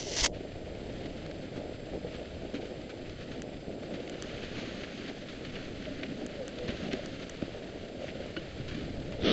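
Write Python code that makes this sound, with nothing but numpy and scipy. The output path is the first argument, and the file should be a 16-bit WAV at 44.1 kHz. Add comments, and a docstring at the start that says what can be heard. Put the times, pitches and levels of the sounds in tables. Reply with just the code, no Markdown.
"""Dog sled on a forest trail

Heard from the driver's place, through a closed camera housing. Runners grind over packed snow:
the frame rumbles and knocks, grains hiss, crust crunches, a joint squeaks and a loose strut clacks.
Cloth brushes the housing at the start and ice specks tick on it along the way.
At the end a runner digs into hard snow with a loud scrape."""
import sys
import numpy as np
from scipy import signal
from scipy.fft import rfft, irfft, next_fast_len
from scipy.io import wavfile
from scipy.ndimage import map_coordinates

SR = 44100
rng = np.random.default_rng(int(sys.argv[2]) if len(sys.argv) > 2 else 0)


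def waveform_to_disk(signal):
    """Save audio, clipped to [-1, 1], as 16-bit WAV at the path in sys.argv[1]."""
    frames = np.transpose(np.atleast_2d(signal))
    scaled = np.clip(frames, -1, 1) * 32767
    samples = np.round(scaled).astype(np.int16)
    wavfile.write(sys.argv[1], SR, samples)


N = 411012
TIME = np.arange(N) / SR

# Slow fader rides for the layers of the runners: time_s, level_db
DRONE_LEVELS = [(0.0, -44.5), (0.64, -49), (1.38, -45), (2.27, -50), (2.73, -49), (3.03, -46.5),
                (3.95, -44), (5.33, -46.5), (6.14, -43.5), (6.45, -46.5), (6.68, -44.5), (6.83, -41.5),
                (7.31, -48), (8.64, -49), (8.79, -37), (9.15, -49.5)]
GRIND_LEVELS = [(0.0, -44.5), (0.64, -45.5), (1.04, -45.5), (1.32, -46.5), (2.7, -47), (3.11, -47.5),
                (4.23, -44.5), (5.27, -49.5), (6.39, -47), (6.8, -44), (6.98, -47), (7.24, -48),
                (8.08, -46), (8.46, -48.5), (9.02, -48), (9.15, -45)]
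HISS_LEVELS = [(0.35, -55), (0.47, -55.5), (0.96, -53.5), (1.82, -55.5), (3.34, -55.5), (3.49, -58),
               (3.75, -56), (4.54, -49), (4.91, -49), (5.23, -51.5), (6.6, -52.5), (6.87, -48), (7.14, -51),
               (8.02, -54.5), (8.19, -52), (9.15, -54)]
JOSTLE_LEVELS = [(0.0, -50.5), (0.57, -48), (2.88, -52.5), (3.03, -49.5), (3.94, -55), (4.59, -49.5),
                 (5.11, -55), (5.61, -48), (5.92, -52), (8.44, -52.5), (8.75, -44.5), (9.32, -43)]
# Ruts press the runners down (+), crests lighten them (-): centre_s, swell_db, half_length_s
RUTS = [(0.52, -4.5, 0.044), (1.08, 0.5, 0.033), (1.6, 4.5, 0.039), (1.755, -6, 0.027), (1.96, 5.5, 0.046),
        (2.06, 0.5, 0.034), (2.22, 2, 0.035), (2.33, -3, 0.06), (2.57, 6, 0.038), (2.72, 6, 0.018),
        (3.14, -3, 0.067), (3.384, 4, 0.023), (3.59, -5, 0.047), (3.73, 1, 0.069), (4.48, -2.5, 0.052),
        (4.576, 3, 0.028), (5.1, 7.5, 0.015), (5.426, 6.5, 0.013), (6.23, 4.5, 0.041), (6.77, -6, 0.024),
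        (6.88, 3, 0.067), (7.99, 1.5, 0.062), (8.21, 3, 0.015), (8.53, -4, 0.046)]
# Soft drifts that swell the hiss: centre_s, swell_db, half_length_s
DRIFTS = [(0.37, 1.5, 0.045), (1.57, 5, 0.022), (2.147, 4, 0.035), (2.658, 3.5, 0.05), (3.217, 4, 0.034),
          (3.315, 3.5, 0.03), (4.235, 2.5, 0.038), (4.436, 1.5, 0.04), (4.603, 5.5, 0.035),
          (4.68, 3, 0.032), (5.6, 2.2, 0.053), (7.23, 3.5, 0.022), (7.05, -0.5, 0.035), (8.06, 4.5, 0.045)]
# The hardest bumps through the frame: start_s, level_db, pitch_hz, t60_s
KNOCKS = [(0.405, -25.5, 393, 0.031), (0.435, -29, 550, 0.018), (1.522, -31, 580, 0.022),
          (1.693, -31, 300, 0.016), (1.722, -29, 560, 0.013), (1.884, -31, 630, 0.03),
          (1.944, -25.5, 430, 0.046), (2.045, -24, 472, 0.037), (2.146, -27, 240, 0.023),
          (2.432, -24, 242, 0.017), (2.448, -27, 346, 0.038), (2.541, -24.5, 280, 0.077),
          (2.597, -23.5, 336, 0.016), (3.68, -23.5, 222, 0.027), (3.701, -24.5, 525, 0.022),
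          (3.941, -25.5, 237, 0.039), (4.001, -24.5, 507, 0.019), (4.078, -35, 226, 0.024),
          (5.112, -14, 397, 0.0046), (6.038, -41, 273, 0.033), (6.687, -35, 72, 0.084),
          (6.69, -23, 233, 0.071), (6.694, -23, 380, 0.044), (6.867, -31.5, 340, 0.1),
          (6.931, -23, 252, 0.04), (6.936, -26, 379, 0.088), (6.99, -28.5, 584, 0.051),
          (7.424, -14, 260, 0.019), (7.479, -22, 447, 0.013), (7.836, -29, 565, 0.018),
          (8.017, -23, 610, 0.019), (8.04, -21, 572, 0.026), (8.154, -21.5, 527, 0.015),
          (8.201, -18.5, 560, 0.013), (8.272, -28, 202, 0.028), (8.369, -29.5, 334, 0.12),
          (8.598, -27, 127, 0.09), (8.812, -26, 258, 0.059)]
# Big lumps of crust crushed under a runner: start_s, level_db, length_s
CRUNCHES = [(1.057, -51, 0.0069), (1.263, -40.5, 0.002), (1.311, -51.5, 0.006), (2.538, -51.5, 0.037),
            (2.893, -54, 0.025), (3.095, -46.5, 0.0039), (3.937, -54.5, 0.029), (4.075, -47.5, 0.0059),
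            (4.43, -55, 0.022), (3.315, -55, 0.012), (5.075, -52, 0.032), (5.284, -51.5, 0.024),
            (5.447, -49, 0.01), (5.823, -52, 0.006), (6.585, -45.5, 0.0059), (6.678, -47, 0.018),
            (6.702, -54, 0.032), (6.932, -40, 0.006), (7.42, -50.5, 0.0065), (8.679, -50, 0.025),
            (8.71, -57.5, 0.22), (8.745, -51.5, 0.0072), (9.122, -46.5, 0.0048)]
# Dry cracks of the wooden frame: start_s, level_db, length_s
WOOD_CRACKS = [(6.0285, -52, 0.0037), (6.0325, -37, 0.0046), (6.037, -52, 0.0081), (6.931, -37, 0.0021),
               (6.686, -50, 0.02), (8.365, -48, 0.0064)]
# Squeaks and groans of a joint: start_s, length_s, start_hz, end_hz, peak_db
SQUEAKS = [(5.866, 0.031, 650, 570, -35.5), (5.874, 0.11, 268.3, 277, -43), (5.903, 0.049, 600, 567, -42.5),
           (6.025, 0.17, 275, 261.5, -43.5), (6.367, 0.096, 612, 448, -36.5),
           (6.557, 0.14, 488, 492, -37.5)]
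# A loose strut hitting the frame: start_s, level_db
CLACKS = [(8.365, -31.5), (8.367, -37), (8.3725, -39)]
# Fader ride of the cloth on the housing: time_s, level_db
BRUSH_LEVELS = [(0.0, -38), (0.034, -46.5), (0.13, -39.5), (0.155, -38.5), (0.172, -31.5), (0.193, -31),
                (0.21, -29.5), (0.228, -36), (0.245, -23), (0.255, -27.5), (0.265, -26), (0.285, -47)]
# Ice specks hitting the housing: start_s, level_db
SPECKS = [(0.2614, -14.5), (3.42, -27), (4.0968, -29.5), (4.2238, -24.5), (6.264, -26), (6.480, -26),
          (6.932, -33.5), (7.06, -29), (7.295, -33), (7.297, -27.5)]
# Ringing modes of the wooden strut and the housing: pitch_hz, level_db, t60_s
STRUT_MODES = [(1460, 0.5, 0.023), (1790, -9, 0.033), (2640, -3, 0.027), (2950, -3.5, 0.073),
               (4350, -7, 0.018)]
HOUSING_MODES = [(1910, 2, 0.0056), (3250, 4, 0.0034), (4850, 5, 0.0025), (6050, 6, 0.003),
                 (6730, -4.5, 0.0084)]
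# Tone colour of each noise: frequency_hz, gain_db
BASKET_EQ = [(60, -39), (130, -6.5), (190, -3.5), (275, -1), (350, -5.5), (460, -22.5), (800, -55),
             (1500, -92.5)]  # low drone of the sled's basket
FRAME_EQ = [(120, -22.5), (300, -1.5), (420, 1.5), (500, 1.5), (620, 0.5), (760, -9), (900, -17),
            (1200, -34), (2000, -99.5)]  # low-mid grind
JOSTLE_EQ = [(8, 2), (22, -2.5), (60, 1), (120, 0), (200, -4.5), (400, -69.5)]  # deep sway of the ride
SNOW_EQ = [(400, -11), (900, -10.5), (1100, -2), (1400, 3.5), (2100, 4), (2500, 3), (3100, 3.5),
           (3700, 0.5), (4500, -1.1), (5500, -13), (6800, -12), (7700, -35), (8300, -67)]  # sliding grains
POWDER_EQ = [(3000, -29), (4800, 4.5), (6500, 12), (7400, -10), (8300, -45)]  # fine, bright spray
WOOD_EQ = [(500, -5.5), (1000, -19), (1450, -1.5), (2000, 3.5), (2600, 2.5), (3020, 2), (3400, -3.5),
           (4700, -12), (5700, -16), (8000, -46)]  # dry snap
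SCRAPE_EQ = [(30, -23), (130, -8), (220, 3), (310, 2), (420, 1), (620, -6.5), (900, -25.5), (1300, -16),
             (2200, -17.5), (3550, -10), (4600, -22.5), (6000, -29.5), (7500, -68)]  # an edge in hard snow
LIGHT_CLOTH_EQ = [(300, -18), (700, -4), (1050, -16), (1650, -10.5), (2080, -4), (2400, -10), (2900, -2),
                  (3850, -6), (4400, -1.5), (5400, -2.5), (5950, 2), (6650, -7.5), (7100, -6.5),
                  (7700, -19), (8600, -30)]
PRESSED_CLOTH_EQ = [(150, -16), (500, 0.5), (1600, -10.5), (2080, 2), (2450, -6), (3300, -0.5),
                    (4300, -5.5), (5000, -1.5), (6600, -1.5), (7600, -12), (8600, -21)]
HIGH_HISS_EQ = [(1000, -8), (3000, -5), (5000, 20.5), (6500, -15.5), (7650, 21), (8300, -51)]  # thin hiss with peaks near 5 and 7.6 kHz
FAINT_HISS_EQ = [(30, 26), (200, -8), (450, -33), (800, 11.5), (2500, -22.5), (5000, -2), (7500, 15.5),
                 (8500, -36)]  # very faint hiss, separate in each channel


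def amp(db):
    """Decibels to gain."""
    return 10 ** (np.asarray(db) / 20)


def unit(x):
    """Scale to rms 1."""
    return x / np.sqrt(np.mean(x ** 2) + 1e-20)


def fader(rows):
    """A level in dB for every sample, from rows of time_s, level_db."""
    return np.interp(TIME, *np.transpose(rows))


def wobble(knots_per_s, size=N):
    """A smooth random curve around zero."""
    return map_coordinates(rng.standard_normal(4096), [TIME[:size] * knots_per_s], mode="wrap")


def swells(rows):
    """Bell-shaped bumps of level in dB."""
    return sum(db * np.exp(-((TIME - centre) / half_length) ** 2) for centre, db, half_length in rows)


def coloured(x, eq):
    """Shape x with a minimum-phase EQ, so nothing rings ahead of a hit."""
    size = 2 * next_fast_len(N // 2 + 8192)
    hz, db = np.transpose(eq)
    gain = amp(np.interp(np.log(np.fft.rfftfreq(size, 1 / SR) + 1), np.log(hz), db))
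    cepstrum = irfft(np.log(gain), size)
    cepstrum[1:size // 2] *= 2
    cepstrum[size // 2 + 1:] = 0
    return irfft(rfft(x, size) * np.exp(rfft(cepstrum)), size)[:N]


def noise(eq):
    """Smooth coloured noise at rms 1."""
    return unit(coloured(rng.standard_normal(N), eq))


def friction(eq, slips_per_s, rush, spread_db=0):
    """Tiny random slips over a smooth rush, coloured by the body they shake; rms 1."""
    slips = (rng.random(N) < slips_per_s / SR) * rng.choice([-1, 1], N)
    sizes = amp(spread_db * np.clip(rng.standard_normal(N), -2, 2))
    return unit(coloured(unit(slips * sizes) + rush * rng.standard_normal(N), eq))


def runners():
    """Packed snow shakes frame and basket; loose grains hiss, spray and crackle along the edges."""
    rut_db = swells(RUTS)
    load = wobble(20)  # small ripples shift the weight on the runners
    drone_db = fader(DRONE_LEVELS) + rut_db + 0.37 * load
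    drone = amp(drone_db) * friction(BASKET_EQ, slips_per_s=450, rush=0.69, spread_db=4)
    chatter_db = 1.4 * wobble(60)
    grind_db = fader(GRIND_LEVELS) + 1.5 + rut_db + 0.53 * load + chatter_db
    grind = amp(grind_db) * friction(FRAME_EQ, slips_per_s=480, rush=0.62)

    glide_db = fader(HISS_LEVELS) + swells(DRIFTS)
    flutter_db = 1.1 * wobble(70)
    hiss_db = glide_db + 0.46 + 0.93 * load + flutter_db
    hiss = amp(hiss_db) * friction(SNOW_EQ, slips_per_s=2500, rush=1)
    # Harder gliding breaks more crystals: powder and crackle grow faster than the hiss.
    spray_db = glide_db + 0.4 * (glide_db - glide_db.mean())
    puff_db = 1.5 * wobble(18)
    powder = amp(spray_db - 21 + puff_db) * noise(POWDER_EQ)
    clumps = unit(np.clip(wobble(50), 0, 2) ** 2)  # coarse crystals break in clusters and ring the wood
    crystals = friction(WOOD_EQ, slips_per_s=660, rush=0.15, spread_db=2)
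    crackle = amp(spray_db - 9.5) * clumps * crystals

    jostle = amp(fader(JOSTLE_LEVELS) + 3 + 1.6 * load) * noise(JOSTLE_EQ)
    fade_in = amp(np.interp(TIME, [0.31, 0.345], [-22, 0]))  # the hiss fades in just after the brush
    return drone + grind + jostle + fade_in * (hiss + powder + crackle)


def frame_knocks():
    """Each bump gives the damped frame a short, dull ring with a weaker upper mode."""
    track, t = np.zeros(N), np.arange(SR // 5) / SR
    attack = 1 - np.exp(-t / 0.00081)
    for start, db, hz, t60 in KNOCKS:
        body = np.cos(2 * np.pi * hz * t)
        upper = 0.5 * np.cos(2 * np.pi * 1.617 * hz * t) * amp(-30 * t / t60)
        add(track, start, amp(db - 60 * t / t60) * (body + upper) * attack)
    return signal.sosfilt(signal.butter(9, 750, fs=SR, output="sos"), track)


def edge_scrape(dug_in_s=9.256, attack_db_per_s=390, growth_db_per_s=49):
    """A runner's edge digs quickly into hard snow, then chatters ever harder."""
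    t = TIME - dug_in_s
    swell_db = np.minimum(attack_db_per_s * t, growth_db_per_s * t)
    level_db = -25.5 + swell_db + 0.46 * wobble(90)
    return amp(level_db) * friction(SCRAPE_EQ, slips_per_s=1300, rush=0.7, spread_db=1.5)


def fractures(bursts, eq):
    """Crust or wood gives way in sharp bursts of tiny breaks."""
    force, t = np.zeros(N), np.arange(SR // 4) / SR
    attack = 1 - np.exp(-t / 0.0011)
    for start, db, length in bursts:
        add(force, start, amp(db + 8) * attack * np.exp(-(t / length) ** 2))
    return force * friction(eq, slips_per_s=2700, rush=0.85, spread_db=0.5)


def crust_crunches(crumbs_per_s=3.6, crumb_db=-53.5, crumb_s=0.0041):
    """The runners crush big lumps of crust and meet small crumbs by chance."""
    waits = rng.exponential(1, size=64) / crumbs_per_s
    crumbs = [(start, crumb_db, crumb_s) for start in np.cumsum(waits)]
    return fractures(list(CRUNCHES) + crumbs, SNOW_EQ)


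def joint_squeaks():
    """A loaded joint sticks and slips in short, slightly unsteady gliding tones."""
    track, waver = np.zeros(N), 1 + 0.0065 * wobble(130)
    for start, length, start_hz, end_hz, db in SQUEAKS:
        progress = np.clip((TIME - start) / length, 0, 1)
        hz = (start_hz + (end_hz - start_hz) * progress) * waver
        track += amp(db) * np.sin(np.pi * progress) * np.sin(2 * np.pi * np.cumsum(hz) / SR)
    return track


def strut_clacks(buzz_rad=0.85):
    """A strut hits twice, rebounds once and rings briefly, buzzing in its loose lashing."""
    track, t = np.zeros(N), np.arange(SR // 8) / SR
    attack = 1 - np.exp(-t / 0.00045)
    for start, db in CLACKS:
        for hz, mode_db, t60 in STRUT_MODES:
            phase = 2 * np.pi * hz * t + buzz_rad * wobble(400, size=len(t))
            add(track, start, amp(db + mode_db - 60 * t / t60) * np.sin(phase) * attack)
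    return track


def cloth_brush(press_s=0.22, release_s=0.2605, release_db_per_s=501, thump_hz=47.2, thump_t60_s=0.087):
    """Cloth rasps over the hollow housing in two pushes; the harder second one rocks it and lets go."""
    light = friction(LIGHT_CLOTH_EQ, slips_per_s=5000, rush=0.49, spread_db=1.5)
    pressed = friction(PRESSED_CLOTH_EQ, slips_per_s=2400, rush=0.73, spread_db=2.5)
    t = np.maximum(TIME - press_s, 0)
    pressure = np.clip(t / 0.011, 0, 1)
    rasp = np.sqrt(pressure) * pressed + np.sqrt(1 - pressure) * light
    snag_db = 1.6 * wobble(400)  # the cloth catches and slips
    release_db = -release_db_per_s * np.maximum(TIME - release_s, 0)
    level_db = fader(BRUSH_LEVELS) + 0.5 + release_db + snag_db
    thump = amp(-21.5 - 60 * t / thump_t60_s) * np.sin(2 * np.pi * thump_hz * t)
    return amp(level_db) * rasp - thump


def ice_specks(bounce_s=0.00069, bounce_db=-10.5):
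    """Hard bits snap thinly on the small housing, ring it for a moment and bounce once."""
    track, t = np.zeros(N), np.arange(SR // 50) / SR
    attack = 1 - np.exp(-t / 0.000093)
    for start, db in SPECKS:
        for delay, loss_db in ((0, 0), (bounce_s, bounce_db)):
            ring = sum(amp(mode_db - 60 * t / t60) * np.sin(2 * np.pi * hz * rng.normal(1, 0.017) * t)
                       for hz, mode_db, t60 in HOUSING_MODES)
            shatter = rng.standard_normal(len(t)) * amp(-60 * t / 0.0087)
            click = (ring + shatter) * attack
            add(track, start + delay, amp(db + loss_db) * click / np.abs(click).max())
    return signal.sosfilt(signal.butter(10, 7800, fs=SR, output="sos"), track)


def high_hiss():
    """A thin hiss fades up after the cloth brush and holds steady under the ride."""
    return amp(np.interp(TIME, [0.3, 0.4], [-81, -69])) * noise(HIGH_HISS_EQ)


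def add(track, start_s, sound):
    """Mix a sound into the track at start_s."""
    part = track[max(round(start_s * SR), 0):][:len(sound)]
    part += sound[:len(part)]


def scene():
    """Sled, housing noises and a thin high hiss, mixed dead centre."""
    sled = runners() + frame_knocks() + strut_clacks() + crust_crunches()
    sled += fractures(WOOD_CRACKS, WOOD_EQ) + joint_squeaks() + edge_scrape()
    mono = sled + ice_specks() + cloth_brush() + high_hiss()
    return np.array([mono, mono])


def record(dry):
    """Each channel gains a very faint hiss of its own; the camera cuts the top off steeply."""
    hiss_db, cutoff_hz = -74, 8600
    faint_hiss = amp(hiss_db) * np.array([noise(FAINT_HISS_EQ) for _ in dry])
    size = next_fast_len(N + SR // 2)
    lowpass = 1 / (1 + (np.fft.rfftfreq(size, 1 / SR) / cutoff_hz) ** 60)
    return irfft(rfft(dry + faint_hiss, size) * lowpass, size)[:, :N]


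dry = scene()
out = record(dry)
waveform_to_disk(out)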